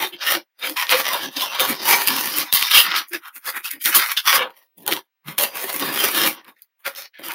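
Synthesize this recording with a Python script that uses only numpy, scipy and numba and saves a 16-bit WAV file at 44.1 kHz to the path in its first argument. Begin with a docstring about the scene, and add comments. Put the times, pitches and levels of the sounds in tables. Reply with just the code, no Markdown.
"""In a small room, twisted latex balloons are squeezed and rubbed by hand close to a camera microphone.
The rubber sticks and slips in dense uneven bursts that ring the taut skins and the air inside.
Single grips let go with a snap: a sharp burst of noise. Now and then a bubble rings hollow: a short,
unsteady note. The walls answer softly over a faint room tone. The camera turns quiet bands down and
clips softly; both channels carry the same sound."""
import sys
import numpy as np
from scipy import signal
from scipy.fft import rfft, irfft, next_fast_len
from scipy.io import wavfile
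from scipy.ndimage import uniform_filter1d, map_coordinates
from numba import njit

SR = 44100
rng = np.random.default_rng(int(sys.argv[2]) if len(sys.argv) > 2 else 0)


def digitize_waveform(pressure):
    """Quantize a signal to 16-bit integers and store it at the path in sys.argv[1].

    Rows of a 2-D input are taken as channels; values are limited to [-1, 1].
    """
    field = np.atleast_2d(pressure).T
    bounded = np.clip(field, -1, 1)
    quanta = np.round(bounded * 32767).astype(np.int16)
    wavfile.write(sys.argv[1], SR, quanta)


N = 323895

# treble of slips and snaps: (frequency [Hz], level per Hz [dB])
FIZZ = [(4000, -34), (6800, -7), (7680, -12), (8250, -9.5), (9220, -2.5), (12600, 1.5), (15000, 3.5),
        (16000, -9.5)]


def amp(db):
    """Gain of a level in dB."""
    return 10 ** (np.asarray(db) / 20)


def unit(x):
    """Scaled to rms 1."""
    return x / np.sqrt(np.mean(x ** 2) + 1e-20)


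def levelled(x):
    """x held near rms 1 over an eighth of a second, so that the stroke alone sets the loudness."""
    power = np.abs(uniform_filter1d(x ** 2, SR // 8))
    return x / np.sqrt(power + 1e-20)


def along(points, hz):
    """Values read between (frequency, value) points on a log frequency axis."""
    f, v = np.transpose(points)
    return np.interp(np.log(hz + 1), np.log(f + 1), v)


def wobble(rate):
    """A smooth random curve with rate random points a second."""
    knots = rng.standard_normal(int(N * rate / SR) + 4)
    return map_coordinates(knots, [np.arange(N) * rate / SR])


def filtered(x, response):
    """x times a complex response of frequency."""
    m = next_fast_len(N + 8192)
    return irfft(rfft(x, m) * response(np.fft.rfftfreq(m, 1 / SR)), m)[..., :N]


def coloured(x, points):
    """x through a filter with this spectrum and energy 1, which never sounds ahead of its input."""
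    gain = amp(along(points, np.fft.rfftfreq(2048, 1 / SR)))
    cepstrum = irfft(np.log(gain + 1e-6))
    # folding the second half onto the first makes the filter minimum-phase
    cepstrum[1:1024] *= 2
    cepstrum[1025:] = 0
    h = irfft(np.exp(rfft(cepstrum)))
    return signal.fftconvolve(x, h / np.linalg.norm(h))[:N]


def steep(x, low_hz, high_hz):
    """A causal band-pass: each part of the sound speaks only in its own range."""
    band = signal.butter(3, [low_hz, high_hz], "bandpass", fs=SR, output="sos")
    return signal.sosfilt(band, x)


def strokes():
    """Every rub swells, holds and lets go; overlapping rubs add power, and the strongest lead each pitch."""
    # rubs: (full grip [s], attack [s], hold [s], release [s], squeak [dB], creak [dB], drum [dB],
    # chirp [dB], scratch [dB], taut twist [Hz], long bubble [Hz], enclosed air [Hz])
    rubs = [(0.021, 0.2, 0.022, 0.07, -23, -29, -36, -33, -28.5, 2410, 890, 371),
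            (0.131, 0.025, 0.013, 0.056, -36.5, -59.5, -48, -63, -50, 2960, 1120, 304),
            (0.219, 0.03, 0.012, 0.1, -27, -34.5, -82, -31, -38, 2600, 1385, 484),
            (0.278, 0.068, 0.076, 0.033, -20.5, -28, -38.5, -29.0, -25, 2810, 1350, 560),
            (0.333, 0.21, 0.036, 0.054, -30.5, -34, -33.5, -32.5, -82, 2930, 1580, 588),
            (0.637, 0.055, 0.06, 0.094, -35.5, -39.5, -38.5, -36, -31.5, 2660, 1360, 512),
            (0.628, 0.036, 0.049, 0.058, -28, -38.5, -78.0, -77.5, -73.0, 2610, 1370, 480),
            (0.77, 0.013, 0.06, 0.056, -23.5, -29, -53, -32.5, -30, 2400, 1015, 584),
            (0.917, 0.055, 0.01, 0.1, -14, -20.5, -29.5, -23, -20, 2430, 1156, 520),
            (0.996, 0.14, 0.0068, 0.074, -24, -25.5, -32.5, -27.5, -27, 2590, 1175, 520),
            (1.059, 0.058, 0.048, 0.216, -25, -31.5, -37, -30.5, -31, 2680, 1174, 630),
            (1.145, 0.083, 0, 0.095, -27, -23, -30, -36.5, -27.5, 3010, 1060, 610),
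            (1.227, 0.22, 0.033, 0.035, -31.5, -39, -40, -35, -34.5, 3330, 1130, 308),
            (1.244, 0.025, 0.04, 0.029, -37, -55, -40.5, -43.0, -77, 3000, 1090, 280),
            (1.365, 0.005, 0.0043, 0.042, -26.5, -80.0, -40.5, -26.5, -35, 3030, 1160, 270),
            (1.431, 0.14, 0.001, 0.13, -23, -29.5, -34.5, -28.5, -28, 3130, 1030, 596),
            (1.546, 0.104, 0.02, 0.02, -28.0, -32.5, -79, -36.0, -40, 3020, 923, 480),
            (1.603, 0.012, 0.0072, 0.086, -18.5, -21.5, -25, -25, -20, 3130, 1244, 530),
            (1.624, 0.28, 0, 0.32, -28.5, -27.5, -37.5, -32.5, -39, 2870, 1110, 590),
            (1.698, 0.109, 0.0086, 0.085, -24.5, -29.0, -29, -32, -24, 2670, 1326, 286),
            (1.84, 0.33, 0.105, 0.083, -39, -79.5, -39, -32.5, -53, 3010, 1160, 358),
            (1.885, 0.098, 0.052, 0.28, -18, -21.5, -31.5, -23, -19.5, 2600, 963, 408),
            (2.076, 0.03, 0.009, 0.02, -25.5, -80.0, -46.5, -23, -20.5, 3040, 1160, 480),
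            (2.082, 0.033, 0.11, 0.32, -27.5, -30, -37, -29.5, -25, 2680, 1086, 270),
            (2.398, 0.5, 0.033, 0.039, -28, -33.5, -36.5, -28.5, -23.5, 2630, 1255, 300),
            (2.482, 0.5, 0.023, 0.02, -39.5, -44, -80.0, -49, -54, 2200, 988, 480),
            (2.531, 0.01, 0.008, 0.19, -25, -80.0, -48, -28.5, -15.5, 2950, 1160, 430),
            (2.54, 0.032, 0.094, 0.156, -23.5, -31.5, -53, -25.5, -44, 3100, 1155, 463),
            (2.672, 0.007, 0.01, 0.053, -26.0, -31, -78.5, -28, -34.0, 2320, 1354, 480),
            (2.714, 0.013, 0.0018, 0.058, -15.0, -27.5, -78.5, -48, -21.5, 3110, 1275, 480),
            (2.748, 0.057, 0.033, 0.099, -7, -20, -37.5, -14, -11, 3000, 1227, 530),
            (2.864, 0.14, 0.13, 0.067, -25.5, -26.5, -45.5, -32, -43.5, 2640, 1370, 338),
            (2.972, 0.048, 0.011, 0.057, -26, -29.5, -53, -25, -27, 2690, 1280, 480),
            (3.088, 0.029, 0.055, 0.02, -66.5, -80.0, -74, -66.5, -44, 2660, 1160, 340),
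            (3.135, 0.029, 0.019, 0.04, -27.0, -35.0, -40.5, -36.5, -32.5, 2380, 1492, 350),
            (3.253, 0.083, 0.027, 0.062, -45, -39, -74, -57, -46.5, 2750, 1410, 600),
            (3.363, 0.048, 0.01, 0.038, -44.5, -46, -59.5, -53.5, -36.0, 2250, 1458, 270),
            (3.478, 0.054, 0.022, 0.05, -31.0, -31.5, -44.5, -34, -27.5, 1980, 1290, 506),
            (3.567, 0.083, 0.009, 0.056, -29.0, -31, -47.5, -48, -32, 1940, 1450, 350),
            (3.651, 0.025, 0.029, 0.035, -29.5, -38, -73.5, -36, -30, 2840, 1400, 480),
            (3.709, 0.005, 0.0055, 0.026, -42.0, -80.0, -78, -41, -28, 2930, 1160, 480),
            (3.731, 0.091, 0.00071, 0.042, -30.5, -45.5, -61.5, -48, -36.5, 2030, 1480, 350),
            (3.754, 0.059, 0.0015, 0.061, -45.5, -54.0, -52, -56, -80.0, 2090, 1450, 280),
            (3.817, 0.024, 0.009, 0.02, -34.5, -54, -67, -41, -29, 3340, 1524, 410),
            (3.856, 0.037, 0.012, 0.023, -28.5, -47.5, -55, -28, -22, 2710, 1408, 400),
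            (3.86, 0.005, 0.031, 0.094, -22.5, -28, -40.5, -31.0, -18, 2130, 1470, 330),
            (3.929, 0.012, 0.11, 0.17, -24.5, -26, -49.5, -30.5, -28, 2170, 1415, 646),
            (3.95, 0.01, 0.015, 0.069, -15, -22.5, -32, -17.5, -7, 2650, 1020, 360),
            (4.101, 0.02, 0.022, 0.029, -24.5, -31, -61, -31.5, -26.5, 2280, 1337, 430),
            (4.174, 0.0099, 0.00064, 0.056, -14, -26, -71, -21.5, -22.5, 3340, 1512, 420),
            (4.276, 0.039, 0.092, 0.03, -18, -20.0, -49, -21.5, -19, 2720, 1220, 318),
            (4.335, 0.061, 0.096, 0.067, -24.5, -26, -32.5, -46, -50, 2850, 1188, 540),
            (4.417, 0.028, 0.049, 0.077, -80.0, -33.5, -41, -80.0, -54, 2830, 1010, 510),
            (4.586, 0.6, 0.034, 0.11, -59, -64, -65.5, -62.5, -58.5, 2670, 1122, 569),
            (4.783, 0.027, 0.054, 0.037, -61, -80.0, -50.5, -64.5, -53.5, 2820, 1160, 191),
            (4.869, 0.11, 0.098, 0.02, -52, -78.5, -41.5, -78.0, -78.5, 2730, 1160, 370),
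            (4.88, 0.018, 0.01, 0.047, -27.5, -28, -32.5, -40, -29.5, 3100, 900, 450),
            (4.911, 0.085, 0.07, 0.06, -38.5, -38.5, -46, -44.0, -40.5, 3430, 1010, 390),
            (4.922, 0.041, 0, 0.056, -23, -27.5, -26.0, -30.5, -24.5, 2870, 1460, 350),
            (5.283, 0.041, 0.0068, 0.12, -37, -38.5, -39, -47.0, -37.5, 2340, 1200, 170),
            (5.382, 0.0059, 0.056, 0.094, -25.0, -30, -30.5, -29, -24.5, 2720, 1075, 588),
            (5.572, 0.2, 0.061, 0.02, -35, -38.0, -40, -40.5, -33.5, 2400, 1100, 500),
            (5.635, 0.013, 0.0059, 0.11, -33.5, -39, -35, -42, -29, 2420, 1030, 384),
            (5.694, 0.096, 0.013, 0.094, -32, -34.5, -34.5, -37.5, -30.5, 2680, 1100, 590),
            (5.748, 0.046, 0.01, 0.11, -33, -36.5, -36, -37.0, -28, 2310, 1120, 312),
            (5.824, 0.076, 0.0, 0.38, -27.0, -29.0, -27.5, -33, -25, 2480, 1140, 282),
            (6.052, 0.29, 0.009, 0.14, -19.5, -26, -28, -26, -19, 2480, 1277, 428),
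            (6.178, 0.14, 0.1, 0.076, -21.5, -27.5, -28.5, -27.5, -19.5, 2640, 1280, 326),
            (6.31, 0.027, 0.075, 0.081, -45.5, -46.5, -52, -54, -81, 2860, 1110, 320),
            (6.486, 0.096, 0.009, 0.059, -49, -47.5, -52, -59, -50, 2380, 1124, 300),
            (6.562, 0.005, 0.033, 0.123, -62, -72, -77, -71, -62, 2010, 1535, 477),
            (6.622, 0.006, 0.0011, 0.044, -74, -74.0, -78.0, -53.5, -51.5, 2830, 1290, 480),
            (6.803, 0.03, 0.027, 0.02, -64, -67.5, -78, -80.0, -58, 2450, 1070, 476),
            (6.862, 0.021, 0.0, 0.087, -27.0, -27.5, -34, -33.5, -29.0, 2350, 1400, 560),
            (6.964, 0.026, 0.09, 0.043, -44, -52.5, -59, -42, -49.0, 2510, 1460, 600),
            (6.98, 0.047, 0.021, 0.065, -39, -46, -50.5, -45, -37.0, 2350, 1360, 560),
            (7.142, 0.021, 0.052, 0.048, -48.5, -64.5, -69, -61.5, -67, 2090, 1590, 596),
            (7.19, 0.0067, 0.0, 0.61, -46.5, -55, -44, -66.0, -53, 2100, 1470, 336),
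            (7.237, 0.019, 0.037, 0.084, -35, -42, -45, -41.5, -35.0, 2780, 1330, 330),
            (7.3, 0.028, 0.009, 0.15, -34, -33, -49, -45.0, -34.5, 1990, 990, 503)]
    # how fast the pitches sag as a rub goes on: twist, bubble, air [octaves per second]
    sag = [0.36, 0.71, 0.22]
    swing_db = 30  # gained over an attack time, lost over a release time
    steps_per_s = 500
    air_lag_s = 0.0049  # the enclosed air answers late

    t = np.arange(0, N / SR + .1, 1 / steps_per_s)
    rows = np.array(rubs)[:, :, None]
    grip, hold = rows[:, 0], np.abs(rows[:, 2])
    attack, release = np.abs(rows[:, 1]) + 1e-3, np.abs(rows[:, 3]) + 1e-3

    # how far each rub lies below its full level at each moment
    away = np.maximum((grip - t) / attack, (t - grip - hold) / release)
    under_db = swing_db * np.clip(away, 0, 8)
    power = amp(2 * (rows[:, 4:9] - under_db[:, None]))

    since_grip = np.clip(t - grip, -.2, .3)[:, None]
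    sagged = rows[:, 9:] * 2 ** (-np.c_[sag] * since_grip)
    # squared power lets the strongest rub lead the squeak, creak and drum pitches
    weight = power[:, :3] ** 2
    twist_hz, bubble_hz, air_hz = (weight * sagged).sum(0) / weight.sum(0)

    squeak, creak, drum, chirp, scratch = np.sqrt(power.sum(0))
    now = np.arange(N) / SR
    soon = lambda curve: np.interp(now, t, curve)
    late = lambda curve: np.interp(now - air_lag_s, t, curve)
    return (soon(squeak), soon(creak), late(drum), soon(chirp), soon(scratch),
            soon(twist_hz), soon(bubble_hz), late(air_hz))


def slips(rate, spread_db, hiss):
    """Uneven stick-slip jerks, a few far larger than the rest, over sliding hiss."""
    passed = np.cumsum(rate * amp(4 * wobble(25))) / SR
    when = np.flatnonzero(np.diff(np.floor(passed)))  # one jerk at each whole count
    size = amp(spread_db * np.minimum(rng.exponential(size=N), 4))
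    direction = rng.choice([-1, 1], N)
    jerks = np.zeros(N)
    jerks[when] = size[when] * direction[when]
    share = np.clip(hiss, 0, 1)  # of the power
    return np.sqrt(1 - share) * unit(jerks) + np.sqrt(share) * rng.standard_normal(N)


def ringing(force, modes, shift_db, favour_db=lambda hz: 0):
    """The grip wanders over the rubber, so each mode is driven now harder, now softer."""
    ring = np.zeros(N)
    for k, (hz, width, db) in enumerate(modes):
        drive = force * amp(db + shift_db * wobble(14) + favour_db(hz))
        b, a = signal.iirpeak(hz, hz / width, SR)
        ring += (-1) ** k * signal.lfilter(b, a, drive)
    return levelled(ring)


@njit
def resonate(force, turn, radius):
    """A two-pole resonance whose pitch (radians a sample) moves."""
    out = np.zeros(len(force))
    for i in range(2, len(force)):
        push = force[i] - force[i - 2]
        out[i] = push + 2 * radius[i] * np.cos(turn[i]) * out[i - 1] - radius[i] ** 2 * out[i - 2]
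    return out


def gliding(force, hz, sharpness):
    """Squeezing stretches the rubber: the resonance follows the tension."""
    turn = 2 * np.pi * hz / SR
    radius = np.exp(-np.pi * hz / sharpness / SR)
    return levelled(resonate(force, turn, radius))


def rubbing():
    """One train of slips drives skins, necks, bubbles, enclosed air and the dry treble scratch."""
    # skins of the twists: (frequency [Hz], width [Hz], drive [dB])
    skin_modes = [(1710, 100, 4.5), (1830, 63, 11.5), (2094, 110, -5.5), (2308, 140, 4), (2328, 100, 2),
                  (2653, 180, 2.5), (2900, 58, -7), (2985, 140, -1), (3130, 110, -2.5), (3488, 78, 3.5),
                  (3630, 92, 1.5), (3833, 100, -2)]
    # pinched necks: (frequency [Hz], width [Hz], drive [dB])
    neck_modes = [(4306, 560, 0.5), (4826, 220, 4.5), (5270, 300, 1), (5890, 460, 0), (6180, 330, -2)]
    *gains, taut_hz, bubble_hz, air_hz = strokes()
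    force = slips(900, spread_db=4.5, hiss=0.42)  # about 900 slips a second

    # skin modes near the taut twist's pitch lead
    near = lambda hz: -9 * np.minimum(np.abs(np.log2(hz / taut_hz)), 1.5)
    skins = ringing(force, skin_modes, 7, near)
    twist = gliding(force, taut_hz, 2.4)
    squeak = levelled(steep(skins + amp(0.5) * twist, 1700, 4200))

    necks = ringing(force, neck_modes, 3.4)
    chirp = levelled(steep(necks + amp(-4.5) * force, 3900, 6300))

    bubble = gliding(force, bubble_hz, 5.7)
    # two broad resonances in a row fill in above the bubble's pitch
    upper = gliding(gliding(force, 1.13 * bubble_hz, 0.99), 1.15 * bubble_hz, 0.8)
    creak = levelled(steep(bubble + amp(-3.5) * upper, 770, 1700))

    air = gliding(force, air_hz, 11)
    broad_air = gliding(force, air_hz, 0.81)
    drum = levelled(steep(air + amp(2.5) * broad_air, 100, 940))

    scratch = coloured(force * amp(2.72 * wobble(60)), FIZZ)
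    parts = (squeak, creak, drum, chirp, scratch)
    return sum(gain * part for gain, part in zip(gains, parts))


def hollow():
    """A bubble rings on its own: short notes of wandering strength and phase that swell and fade."""
    # hollow notes: (start [s], length [s], level [dB], pitch [Hz])
    bubble_notes = [(0.01, 0.061, -34.5, 866), (0.039, .06, -42, 359), (0.11, .07, -48.5, 350),
                    (0.328, 0.071, -37, 334), (0.677, .06, -39, 310.6), (0.766, 0.065, -31.5, 1002),
                    (0.924, 0.049, -28, 510), (1.1, 0.056, -26, 1028), (1.243, 0.073, -38.5, 274),
                    (1.346, 0.046, -40.5, 275), (1.406, .05, -32, 1024), (1.585, .05, -33, 520),
                    (1.68, .06, -43, 250), (1.873, 0.096, -29, 950), (2.08, 0.12, -39, 270),
                    (2.859, 0.062, -48, 190), (3.109, 0.074, -40, 348.5), (3.72, .08, -54, 285),
                    (4.39, 0.084, -38, 502.7), (4.908, 0.037, -36.5, 350), (5.254, 0.065, -42.5, 163.4),
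                    (5.409, .04, -37, 590)]
    wavers_hz = 60  # random points a second in the wandering
    t, notes = np.arange(N) / SR, np.zeros(N)
    unsteady = 1 + 1.1 * (wobble(wavers_hz) + 1j * wobble(wavers_hz))
    for s, length, db, hz in bubble_notes:
        on = slice(round(s * SR), round((s + length) * SR))
        swell = np.sin(np.pi * (t[on] - s) / length)
        tone = np.real(unsteady[on] * np.exp(2j * np.pi * hz * t[on]))
        notes[on] += np.sqrt(2) * amp(db) * swell * tone
    return notes


def snaps():
    """Each release is a sharp jerk and a moment of tearing, with a low thump that is stronger with its treble."""
    # grips that let go: (time [s], level before a common 15 dB cut [dB], treble against the body [dB])
    releases = [(0.1656, -34, -8), (0.5964, -38.5, 5.5), (0.6272, -22.5, -14), (0.7669, -19, -8.5),
                (0.7702, -17.5, -7), (0.7754, -15.5, -5), (0.7871, -17, -12), (0.7974, -12, -12),
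                (0.8143, -14.5, -9), (0.8252, -15.5, -9), (0.8308, -12, -9), (0.8686, -14.5, -14.5),
                (0.8937, -4, -15.5), (0.9025, -8, -10), (0.913, -6, -10), (1.053, -18, -6),
                (1.2776, -26.5, -15.5), (1.3981, -13, -11), (1.4091, -12, -10), (1.4195, -7, -10),
                (1.5918, -14.5, -12.5), (1.5968, -5.5, -2), (1.6043, -6.5, 0), (2.0737, -9.5, 9.5),
                (2.079, -12, 2), (2.084, -8, 3.5), (2.1657, -11.5, 2), (2.2604, -21, 3),
                (2.2748, -18.5, -2), (2.283, -25, 5), (2.3849, -15.5, 13.5), (2.5268, -2.5, 2.5),
                (2.5375, -6.5, 11.5), (2.6112, -8.5, -2.5), (2.626, -2.5, -2.5), (2.7112, -4, -8.0),
                (2.7163, -6.5, -4), (2.9055, -12, -22), (2.9174, -10.5, -18), (2.9603, -12.5, -11),
                (2.9636, -6.5, -7.5), (3.464, -24, 0), (3.645, -24, 3), (3.7088, -32.5, 8.5),
                (3.8519, -17.5, 10.5), (3.858, -7, 8.5), (3.948, -8, 2), (4.172, -14, -6), (4.263, -16, -3),
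                (4.425, -20, -26), (4.5047, -41.5, 2.5), (4.7796, -51.5, 18), (4.8645, -21.5, 7.5),
                (4.8779, -9.5, 7), (4.8828, -17.5, -2), (4.9135, -11.5, -6.5), (4.9247, -4.5, -10),
                (4.9311, -12, -1.5), (4.936, -11.5, 2), (4.9657, -16.5, -6), (5.283, -22.5, -16.5),
                (5.3814, -24, 9.5), (5.387, -9, 6), (5.7968, -17.5, 3), (5.81, -20, 0), (6.4457, -43, 3.5),
                (6.45, -37, -8), (6.594, -51, -9), (6.6205, -45, 17.5), (6.8641, -17, 1),
                (6.9505, -34, 6.5), (6.963, -30, 3), (7.1399, -48.5, -26.0), (7.1454, -47, -31),
                (7.187, -31, -23.0), (7.285, -20.5, 4.5), (7.31, -23.5, -4.5), (7.319, -21.5, 3.5),
                (7.3366, -27, 3.5)]
    # body of a snap: (frequency [Hz], level per Hz [dB])
    body_colour = [(760, -30), (1300, -5.5), (1820, -4), (2720, 1.5), (3180, 2), (3940, 1), (4890, -7),
                   (8200, -28.5), (10700, -34), (18000, -120)]
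    tear_t60_s = .006  # time for the tearing to fall by 60 dB
    body, treble = np.zeros(N + SR), np.zeros(N + SR)
    t = np.arange(SR // 100) / SR
    for s, db, treble_db in releases:
        tearing = amp(-60 * t / tear_t60_s) * rng.standard_normal(len(t))
        burst = unit(tearing) * amp(db - 15)
        on = slice(round(s * SR), round(s * SR) + len(t))
        body[on] += burst
        treble[on] += burst * amp(treble_db)
    body, treble = body[:N], treble[:N]
    # making every swing positive leaves a low pulse, as an overloaded microphone gives
    thump = steep(np.abs(treble), 35, 350)
    return coloured(body, body_colour) + coloured(treble, FIZZ) + amp(-21.0) * thump


def room(x):
    """The walls answer with a noise tail in which each frequency dies at its own speed."""
    # how long the walls' answer lasts: (frequency [Hz], time to fall by 60 dB [s])
    decay = [(200, 0.13), (2000, 0.039), (10000, 0.15)]
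    hz, t, z = signal.stft(rng.standard_normal(SR // 3), SR, nperseg=256)
    fading = amp(-60 * t / along(decay, hz)[:, None])
    tail = signal.istft(z * fading, SR, nperseg=256)[1]
    delayed = np.pad(x, (150, 0))  # samples before the first answer
    return signal.fftconvolve(delayed, tail / np.linalg.norm(tail))[:N]


def room_tone():
    """The room's steady hush is noise with a fixed spectrum."""
    # room tone: (frequency [Hz], level per Hz [dB])
    hush = [(35, -48), (60, -26), (924, -9), (1280, -8.5), (2090, -5), (7230, -18), (16000, -24.5)]
    return coloured(rng.standard_normal(N), hush)


def scene():
    """Balloons, their room and its hush, at one microphone."""
    balloons = rubbing() + hollow() + snaps()
    mono = balloons + amp(-10.5) * room(balloons) + amp(-71.5) * room_tone()
    return np.array([mono, mono])


def record(dry):
    """A suppressor pulls down every band that is quiet; peaks clip softly; bass and top are cut."""
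    top_hz = 15750
    z = signal.stft(dry, nperseg=512)[2]
    # power smoothed over neighbouring bands, then over time
    power = uniform_filter1d(np.abs(z) ** 2, size=5, axis=1)
    power = uniform_filter1d(power, size=3, axis=2)
    level_db = 10 * np.log10(np.abs(power) + 1e-16)
    cut_db = np.clip(.5 * (level_db + 70.5), -18, 0)
    gated = signal.istft(z * amp(cut_db), nperseg=512)[1][:, :N]
    clipped = gated / (1 + np.abs(gated / 0.77) ** 6) ** (1 / 6)
    return filtered(clipped, lambda hz: (hz < top_hz) * (1j * hz / (70 + 1j * hz)) ** 2)


dry = scene()
out = record(dry)
digitize_waveform(out)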